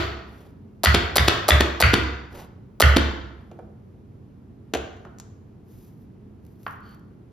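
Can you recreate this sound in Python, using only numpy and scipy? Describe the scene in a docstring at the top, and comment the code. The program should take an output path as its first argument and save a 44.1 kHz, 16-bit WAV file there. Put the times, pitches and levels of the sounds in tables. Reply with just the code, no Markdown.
"""Chopping ham in a kitchen

A plunger chopper is punched down on ham on a wooden board over a stone counter; each stroke is a fist
snap, cam click, blade slam and counter boom, then the spring throws the plunger back with a clack.
The chopper is lifted and set down, and a knife taps the board and is drawn through crackling wet ham.
Blows are shaped noise and damped modes, rubs are clumped noise; an appliance hums throughout.
"""
import sys
import numpy as np
from scipy import signal
from scipy.fft import rfft, irfft, next_fast_len
from scipy.io import wavfile
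from scipy.ndimage import uniform_filter1d, minimum_filter1d

SR = 44100
rng = np.random.default_rng(int(sys.argv[2]) if len(sys.argv) > 2 else 0)


def materialize(psi):
    """Save the field psi as 16-bit PCM at rate SR to the path in sys.argv[1].

    A 1-D psi becomes a single channel; in a 2-D psi each row is a channel.
    """
    bounded = np.clip(np.atleast_2d(psi).T, -1, 1)
    quanta = np.round(bounded * 32767).astype(np.int16)
    wavfile.write(sys.argv[1], SR, quanta)


N = 322812
PRE = SR // 2  # samples of lead-in, for blows whose ring carries into the first moment
T = np.arange(SR) / SR  # one second of time, s

# Event levels are relative: each layer of a sound adds its own offset.
# Down strokes, timed where the blades land: land_s, force_db, fist_squareness_db, cam_lead_s, cam_db,
# blade_low_db, blade_middle_db, blade_high_db
DOWN_STROKES = [(-.125, -3.5, 0, 0.0064, -16, -2, -4, -3), (0.8581, -1.5, -3.5, 0.01, -16.5, -2.5, -9, 0),
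                (1.1817, -3, -3, 0.013, -14, -15, 2.5, 0), (1.506, -1, 0.2, .0088, -19, -4.5, 7, -12),
                (1.8243, 0.5, -4, .009, -20, 3, -12.5, -4), (2.8231, 0, -1, .0058, -16.5, 3, 0.5, -3)]
# Plunger hitting its top stop: stop_s, clack_db, housing_thud_db, housing_pitch_ratio (set by the grip),
# first_touch_lead_s, blade_low_db, blade_middle_db, blade_high_db
PLUNGER_RETURNS = [(-.031, -15.5, -8, 1.04, 0.0049, -2.5, -3.5, -5),
                   (0.946, -9.5, -3.5, 0.87, 0.0037, -1.5, -0.5, -0.5),
                   (1.282, -6.5, -14, 0.97, .004, 2.5, -2.5, -4.5),
                   (1.607, -12, -4, 1.02, 0.003, -6.5, -11, 7),
                   (1.9391, -10.5, -2.5, 1.05, 0.006, 4, 1.5, -5),
                   (2.9676, -11, -2, 0.94, 0.0049, -6.5, -1.5, -2)]
# Hand sliding on the housing: start_s, length_s, level_db
HAND_SLIDES = [(.2, 0.37, -55), (2.29, 0.2, -43.5), (3.3, 0.42, -69.5)]
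# Cup knocking on the board: start_s, clack_db, wood_db
CUP_KNOCKS = [(3.514, -54, -36.5), (3.590, -61, -32.5), (4.737, -20, -22), (4.7484, -24.5, -23),
              (4.753, -36, -21), (4.7703, -34.5, -35.5), (5.0502, -54.5, -47), (5.061, -70, -39.5)]
# Light ticks of fingers on plastic: start_s, level_db
FINGER_TICKS = [(4.967, -66), (5.186, -48), (5.200, -40.5)]
# Knife bumping the counter as it is picked up, then tapping the board: start_s, level_db
KNIFE_TAPS = [(5.0504, -43.5), (5.0704, -51), (6.6647, -25.5)]
# Wet ham gathered by the fingers and parting under the knife: start_s, length_s, level_db
HAM_SQUELCHES = [(5.62, 0.38, -63), (5.94, 0.14, -73.5), (6.38, 0.25, -74.5), (6.55, 0.26, -63.5),
                 (6.79, 0.22, -71.5)]
# Single wet crackles of the ham: start_s, level_db
HAM_CRACKLES = [(6.451, -65.5), (6.466, -62), (6.632, -58), (6.709, -56), (6.805, -68.5), (6.893, -64.5),
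                (6.947, -62.5), (6.9953, -68)]
# Knife edge drawn along the board: start_s, length_s, level_db
KNIFE_DRAWS = [(6.79, .21, -57.5)]

# Ringing modes of each struck part: pitch_hz, level_db, t60_s
COUNTER_MODES = [(69, 0, .37), (67.5, -14, .95), (94, -9, .45), (110, -10.5, .45), (135, -12, .35),
                 (190, -18, .2)]
BLADE_MODES = [(1470, -3, .012), (3520, 0.5, .011), (4520, 0.5, .0095), (330, -8, .012), (620, -5, .012),
               (1950, 0, .013), (2380, -5, .009), (2900, -5, .009)]
KNOB_MODES = [(641, 1, 0.042), (820, 14.5, 0.0031), (1284, 3, 0.031), (1440, -6, 0.0067)]
HOUSING_MODES = [(205, -12.5, 0.01), (269, 0.5, 0.012), (294, -21.5, 0.15), (330, -0.5, 0.022),
                 (560, -11.5, 0.041), (940, -22, 0.056)]
BOARD_MODES = [(344.7, 9, 0.26), (424, 0, 0.14), (477, 3, .18), (574, -13, 0.11), (650, -11, 0.15),
               (717, -6, 0.16), (1140, -18, .15), (1540, -14, 0.13), (2354, -16.5, 0.11),
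               (2821, -17.5, 0.061)]
SPRING_MODES = [(1857, -2.5, .16), (1935, -3.5, .09), (2377, -7.5, .07), (2950, -8.5, 0.057),
                (3560, -10, 0.042)]
KNIFE_MODES = [(1240, -11, 0.29), (1310, -21, 0.12), (1370, -12, 0.17), (1825, -4, 0.12), (3120, -8, 0.041),
               (3480, -17, 0.03)]

# Tone colours of contacts and rubs, read as spectrum shapes: freq_hz, relative_level_db
SNAP_COLOUR = [(40, -34), (150, -5), (700, 11), (1500, -1.5), (2700, -8.5), (4300, -1), (6000, -8),
               (8000, -3), (11000, -6), (14000, -7.5), (16500, -21.5)]
CAM_COLOUR = [(40, -35), (150, -8.5), (700, -3.5), (1500, -2.5), (2700, -4.5), (4600, 4), (6000, -6),
              (8000, -5.5), (11000, -1.5), (14000, -1.5), (16500, -24)]
SLAM_COLOUR = [(30, -24.5), (100, -6.5), (500, 2), (950, -6.5), (1400, 5.5), (1900, 3), (2350, 3.5),
               (3100, 5), (3700, -4), (4600, -3), (5500, -9.5), (6500, -10.5), (8000, -18), (12000, -26.5),
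               (16500, -41.5)]
CLACK_COLOUR = [(30, -23.5), (100, 3.5), (400, 1.5), (900, -4.5), (1500, -5), (2100, -7), (3200, -2.5),
                (4600, -8.5), (6000, -15.5), (8000, -17), (12000, -23), (16500, -29)]
SKIN_COLOUR = [(150, 7.5), (700, 8), (1500, -4), (4000, -11), (8000, -17), (13000, -13.5), (16500, -22)]
CUP_COLOUR = [(30, -30.5), (100, -4.5), (370, 9.5), (900, -5), (1480, 1.5), (2000, -5.5), (2800, -1.5),
              (4300, -8), (5200, -14.5), (6600, -7.5), (8500, -19), (12000, -20.5), (16500, -30)]
WOOD_COLOUR = [(30, -42), (100, -10), (240, -12), (345, 9.5), (480, 5), (750, 6.5), (1000, -10),
               (1500, -11), (3000, -46), (16000, -49.5)]
TICK_COLOUR = [(300, 0), (900, 5), (2000, -4.5), (3000, -6), (5000, 0), (7000, 7.5), (9000, -5),
               (13000, -9.5), (16500, -18)]
TAP_COLOUR = [(150, -17), (500, -6), (900, 1.5), (1350, 6), (1700, -2), (2200, -10.5), (3100, -14),
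              (3800, -25.5), (4600, -22.5), (6000, -47), (16000, -50.5)]
WET_COLOUR = [(500, -9), (3000, -9), (6500, -7), (9000, -11), (11500, -3), (14000, -2), (16500, -17)]
EDGE_COLOUR = [(500, -14), (900, -1), (1400, 4.5), (1900, -7), (2750, -12), (3070, -2), (3400, -11),
               (4050, -15), (4450, 2), (4900, -14), (5700, -28), (6330, -16), (7500, -33), (16000, -32)]

# Spectrum shape of the kitchen air: freq_hz, relative_level_db
AIR_COLOUR = [(20, -38), (45, -12), (100, -4), (145, -8), (210, -8), (320, -14), (420, -16), (520, -26),
              (1000, -33), (2000, -44), (4000, -52), (8000, -59), (12500, -59), (16000, -68)]
# Steady lines of the appliance: pitch_hz, rms_level_db
HUM_LINES = [(93, -56.5), (121, -58.5), (211, -58), (250, -73)]
# Room decay: freq_hz, t60_s
ROOM_DECAY = [(60, 0.69), (400, 0.76), (1100, 0.84), (2900, 0.65), (5000, 0.64), (7300, 0.6), (9000, 0.1),
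              (14000, 0.67)]
# Colour of the room's answer: freq_hz, level_db
ROOM_COLOUR = [(60, 7.5), (200, -4), (400, 0), (800, -0.5), (1100, 4), (1450, 4), (2000, 0.5), (3200, -1),
               (5000, -4), (7500, -7), (11500, -9), (14000, -20), (16000, -20.5)]
# Left-right likeness of diffuse sound: freq_hz, correlation
STEREO_LIKENESS = [(100, .96), (300, .72), (600, .35), (1200, 0), (2200, .5), (5000, .35), (7000, .4),
                   (9000, .85), (15000, .85)]
# Phase between the microphones: freq_hz, left_lead_radians
MIC_LEAD = [(100, -.04), (800, -.2), (1600, -.35), (2500, .3), (4300, .65), (5300, 0), (6200, -1.6),
            (8500, -3.14), (11800, -6.2), (15000, -9)]
# Level between the microphones: freq_hz, left_minus_right_db
MIC_TILT = [(100, -1.2), (300, -0.8), (700, -2.5), (1500, -1), (2500, 3), (4500, 2.5), (7000, 6.5),
            (9000, -4), (15000, 3)]

TRAVEL_S, HURRY = .0222, .25  # fist to board at 0 dB force; speed grows as force to this power
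SNAP_DB, SCRAPE_DB, CLICK_DB = -20.5, -12, -24  # fist snap, shaft scrape, knob's first click on its shaft
KNOB_DB, KNOB_GROWS = -12, 3  # knob ring, and how many dB it gains per dB of fist squareness
SLAM_DB, BLADES_DB, SPRING_DB = -9, -2, -32  # offsets from the force of a stroke
TOUCH_DB, RETURN_SPRING_DB, RETURN_BOARD_DB = -10, -22.5, -29.5  # first two follow the clack, board the thud
STROKE_BOOM_DB, RETURN_BOOM_DB, KNOCK_BOOM_DB = -8, -20.5, -13.5  # what each blow passes to the counter
BOOM_RISE_S, BOOM_LAG_S, LOW_HZ = .008, .005, 47  # boom swell, late start, high-pass corner
BOOM_SHARP, SETTLE_S = .25, .022  # boom starts sharp by this share and settles with this time constant
AIR_DB = -47
GAP_S = .0118  # wait before the ceiling and walls answer
BOOM_ROOM_DB = -12  # the boom arrives mostly direct
TOP_HZ = 16200  # nothing is kept from here up


def amp(db):
    """Decibels to gain."""
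    return 10 ** (np.asarray(db) / 20)


def unit(x):
    """Scale to rms 1."""
    return x / np.sqrt(np.mean(x ** 2) + 1e-20)


def along(points, hz):
    """Read (Hz, value) points on a log frequency axis."""
    f, v = np.transpose(points)
    return np.interp(np.log(hz + 1), np.log(f + 1), v)


def filtered(x, response):
    """Multiply the spectrum of x by a response given as a function of frequency."""
    n = x.shape[-1]
    m = next_fast_len(n + SR // 8)
    return irfft(rfft(x, m) * response(np.fft.rfftfreq(m, 1 / SR)), m)[..., :n]


def silence():
    """An empty track with lead-in."""
    return np.zeros(PRE + N)


def add(track, s, sound):
    """Mix a sound into the track at time s."""
    part = track[PRE + round(s * SR):][:len(sound)]
    part += sound[:len(part)]


def diffuse(size, spectrum):
    """Coloured stereo noise, as alike in both channels as sound from all around."""
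    def mid_side_response(hz):
        turn = np.arccos(np.clip(along(STEREO_LIKENESS, hz), -1, 1)) / 2
        return amp(along(spectrum, hz)) * np.array([np.cos(turn), np.sin(turn)])

    mid, side = filtered(rng.standard_normal((2, size)), mid_side_response)
    return np.array([mid + side, mid - side])


def contact(spectrum, t60, grit, rise=0.0023, size=4096):
    """One sharp push and a dying chatter in the colour of the struck part; energy of rms 1 for 5 ms."""
    t = T[:size]
    chatter = rng.standard_normal(size) * amp(-60 * t / t60) * (1 - np.exp(-t / rise))
    force = grit * chatter / np.linalg.norm(chatter)
    force[0] += 1
    force = rfft(force)
    # divide out the chatter's broad shape, so that the part sets the colour
    broad = np.sqrt(uniform_filter1d(np.abs(force) ** 2, size=15) + 1e-9)
    colour = amp(along(spectrum, np.fft.rfftfreq(size, 1 / SR)))
    # folding the cepstrum gives a minimum-phase filter: no sound before the blow
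    cepstrum = irfft(np.log(colour / broad))
    cepstrum[1:size // 2] *= 2
    cepstrum[size // 2 + 1:] = 0
    blow = irfft(force * np.exp(rfft(cepstrum)))
    return blow / np.linalg.norm(blow) * np.sqrt(SR / 200)


def ring(modes, attack, ratio=1, scatter_db=1, detune=0.0095, phase_spread=0, sharp=0):
    """Damped modes, a little different at each blow; they may start sharp by a share and settle."""
    hz, db, t60 = np.transpose(modes)[:, :, None]
    scatter, pitch, phase = rng.standard_normal((3, len(modes), 1))
    clock = T + sharp * SETTLE_S * (1 - np.exp(-T / SETTLE_S))
    decay = amp(db + scatter_db * scatter - 60 * T / t60)
    angle = 2 * np.pi * hz * ratio * (1 + detune * pitch) * clock + phase_spread * phase
    return (decay * np.sin(angle)).sum(0) * (1 - np.exp(-(T / attack) ** 2))


def friction(rows, spectrum, clump_db, grain_rate):
    """Soft swells of tiny slips, clumped in time at grain_rate points per second."""
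    out = silence()
    for s, length, db in rows:
        t = T[:int(length * SR)]
        clumps = np.interp(t * grain_rate, np.arange(SR), rng.standard_normal(SR))
        slips = rng.standard_normal(len(t)) * amp(clump_db * clumps)
        rub = unit(filtered(slips, lambda hz: amp(along(spectrum, hz))))
        add(out, s, amp(db) * signal.windows.tukey(len(t), .9) * rub)
    return out


def background():
    """Low rush of air and the slightly unsteady hum of an appliance, its phase wandering."""
    t = np.arange(N) / SR
    hum = np.zeros(N)
    for hz, db in HUM_LINES:
        drift = np.interp(t * 3, np.arange(64), rng.standard_normal(64))
        hum += amp(db) * np.sqrt(2) * np.sin(2 * np.pi * hz * t + 0.74 * drift)
    return amp(AIR_DB) * unit(diffuse(N, AIR_COLOUR)) + hum


def blades(notch_db):
    """The blades stand a notch further round each time, which shifts the weight of three modes."""
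    modes = np.array(BLADE_MODES)
    modes[:len(notch_db), 1] += notch_db
    return ring(modes, attack=0.0006, scatter_db=1.5, detune=.018, phase_spread=np.pi)


def down_strokes():
    """Fist, cam and blade slam; the harder the stroke, the sooner the blades follow the fist."""
    out = silence()
    for s, force_db, fist_db, cam_lead, cam_db, *notch_db in DOWN_STROKES:
        punch = s - TRAVEL_S * amp(-HURRY * force_db)
        add(out, punch, amp(SNAP_DB + fist_db) * contact(SNAP_COLOUR, t60=0.015, grit=19.0))
        add(out, punch, amp(CLICK_DB) * contact(CAM_COLOUR, t60=.003, grit=1.0))
        # the soft fist loads the knob a moment later, and the shaft scrapes down its guide
        add(out, punch + 0.0035, amp(KNOB_DB + KNOB_GROWS * fist_db) * ring(KNOB_MODES, attack=0.0019))
        add(out, punch + .004, amp(SCRAPE_DB + fist_db) * contact(SNAP_COLOUR, t60=0.017, grit=2.9))
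        # the cam turns the blades a notch on the way down
        add(out, s - cam_lead, amp(cam_db) * contact(CAM_COLOUR, t60=0.007, grit=2.8))
        add(out, s, amp(SLAM_DB + force_db) * contact(SLAM_COLOUR, t60=0.0038, grit=14))
        add(out, s, amp(BLADES_DB + force_db) * blades(notch_db))
        spring = ring(SPRING_MODES, attack=0.0011, scatter_db=3, detune=0.018)
        add(out, s, amp(SPRING_DB + force_db) * spring)
    return out


def plunger_returns():
    """The plunger touches, the housing thuds, then the plunger clacks home and jolts the other parts."""
    out = silence()
    for s, clack_db, thud_db, grip, seat, *notch_db in PLUNGER_RETURNS:
        touch = s - seat
        add(out, touch, amp(clack_db + TOUCH_DB) * contact(CLACK_COLOUR, t60=0.027, grit=7.7))
        add(out, touch + 0.0011, amp(thud_db) * ring(HOUSING_MODES, attack=0.0017, ratio=grip))
        add(out, s, amp(clack_db - 1.5) * contact(CLACK_COLOUR, t60=0.011, grit=5.3))
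        # the jolt sets the blades, the spring and the board ringing
        add(out, s, amp(clack_db - 4.0) * blades(notch_db))
        add(out, s, amp(clack_db + RETURN_SPRING_DB) * ring(SPRING_MODES, attack=0.00073, detune=.012))
        add(out, s, amp(thud_db + RETURN_BOARD_DB) * ring(BOARD_MODES, attack=0.001))
    return out


def counter_boom():
    """The heavy counter takes up each blow slowly and booms; it radiates little below its lowest mode."""
    out = silence()
    blows = [(s, force_db + STROKE_BOOM_DB) for s, force_db, *_ in DOWN_STROKES]
    blows += [(s, thud_db + RETURN_BOOM_DB) for s, _, thud_db, *_ in PLUNGER_RETURNS]
    blows += [(s, wood_db + KNOCK_BOOM_DB) for s, _, wood_db in CUP_KNOCKS]
    for s, db in blows:
        boom = ring(COUNTER_MODES, attack=BOOM_RISE_S, sharp=BOOM_SHARP)
        add(out, s + BOOM_LAG_S, amp(db) * boom)
    return signal.sosfilt(signal.butter(4, LOW_HZ, "highpass", fs=SR, output="sos"), out)


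def room_answer(early_db=6, early_s=0.0022, near_db=-9):
    """Near things answer faintly at once; after a gap come dense first echoes, then a decaying tail."""
    hz, t, z = signal.stft(diffuse(SR, ROOM_COLOUR), SR, nperseg=256)
    t60 = along(ROOM_DECAY, hz)[:, None]
    # each band decays at its own rate, scaled to equal energy
    fade = amp(-60 * t / t60) * np.sqrt(2 * np.log(1000) / (t60 * SR))
    tail = signal.istft(z * fade, SR, nperseg=256)[1][:, :SR]
    echoes_db = early_db * np.exp(-np.abs(T - GAP_S) / early_s)
    return tail * amp(np.where(T < GAP_S, near_db, echoes_db))


def kitchen(x, size=SR // 3):
    """The room answers overlapping pieces, each with a fresh diffuse tail, so no fixed lines stand out."""
    out = np.zeros((2, len(x) + 2 * SR))
    window = signal.windows.cosine(2 * size)
    for start in range(0, len(x), size):
        piece = x[start:start + 2 * size]
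        wet = signal.fftconvolve((piece * window[:len(piece)])[None], room_answer(), axes=1)
        out[:, start:start + wet.shape[1]] += wet
    return out[:, :len(x)]


def ceiling(x, low_hz=1100, high_hz=3600):
    """One distinct slap from above, strongest in the upper middle."""
    band = signal.butter(1, [low_hz, high_hz], "bandpass", fs=SR, output="sos")
    return np.pad(signal.sosfilt(band, x), (round(GAP_S * SR), 0))[:len(x)]


def hand_slides():
    """Skin slips over the housing in soft, clumped grains."""
    return friction(HAND_SLIDES, SKIN_COLOUR, clump_db=2.5, grain_rate=130)


def cup_knocks():
    """The cup is rocked free and rattles down: plastic clack, dull wood and the ringing board."""
    out = silence()
    for s, clack_db, wood_db in CUP_KNOCKS:
        add(out, s, amp(clack_db) * contact(CUP_COLOUR, t60=0.016, grit=4.0))
        add(out, s, amp(wood_db - 2.0) * contact(WOOD_COLOUR, t60=0.03, grit=2.0))
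        add(out, s, amp(wood_db - 17.0) * ring(BOARD_MODES, attack=0.0018))
    return out


def finger_ticks():
    """Fingers let go of the plastic with light, short contacts."""
    out = silence()
    for s, db in FINGER_TICKS:
        add(out, s, amp(db) * contact(TICK_COLOUR, t60=0.013, grit=1.0))
    return out


def knife_taps():
    """A chattering tap sets the knife ringing."""
    out = silence()
    for s, db in KNIFE_TAPS:
        add(out, s, amp(db) * contact(TAP_COLOUR, t60=0.0125, grit=6.9))
        add(out, s, amp(db - 11.5) * ring(KNIFE_MODES, attack=0.002))
    return out


def ham_squelches():
    """Wet ham slips and parts in clumped, bright grains."""
    return friction(HAM_SQUELCHES, WET_COLOUR, clump_db=2.5, grain_rate=100)


def ham_crackles():
    """Wet ham crackles in single tiny contacts."""
    out = silence()
    for s, db in HAM_CRACKLES:
        add(out, s, amp(db) * contact(WET_COLOUR, t60=0.0073, grit=1.6))
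    return out


def knife_draws():
    """The edge slides along the board in fine, even slips."""
    return friction(KNIFE_DRAWS, EDGE_COLOUR, clump_db=0.5, grain_rate=310)


def scene():
    """All sources with their share of the room."""
    chops = down_strokes() + plunger_returns()
    boom = counter_boom()
    small = cup_knocks() + finger_ticks() + knife_taps() + ham_crackles()
    rubs = hand_slides() + ham_squelches() + knife_draws()
    send = amp(-1.0) * chops + amp(BOOM_ROOM_DB) * boom + amp(-3.5) * small + amp(-7.0) * rubs
    slap = amp(-12) * ceiling(chops + small)
    return (chops + boom + small + rubs + slap + kitchen(send))[:, PRE:] + background()


def limiter(x, ceiling_db, size=64):
    """The gain dips smoothly around each peak that would pass the ceiling, starting just ahead of it."""
    needed = np.minimum(1, amp(ceiling_db) / (np.abs(x).max(0) + 1e-9))
    return x * uniform_filter1d(minimum_filter1d(needed, size), size)


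def record(dry):
    """Two spaced microphones differ in phase and level; a limiter holds peaks, then the top is cut."""
    half = np.array([[.5], [-.5]])  # each channel takes half the difference

    def microphones(hz):
        return amp(half * along(MIC_TILT, hz)) * np.exp(1j * half * along(MIC_LEAD, hz))

    pair = filtered(dry, microphones)
    return filtered(limiter(pair, ceiling_db=-.6), lambda hz: hz < TOP_HZ)


dry = scene()
out = record(dry)
materialize(out)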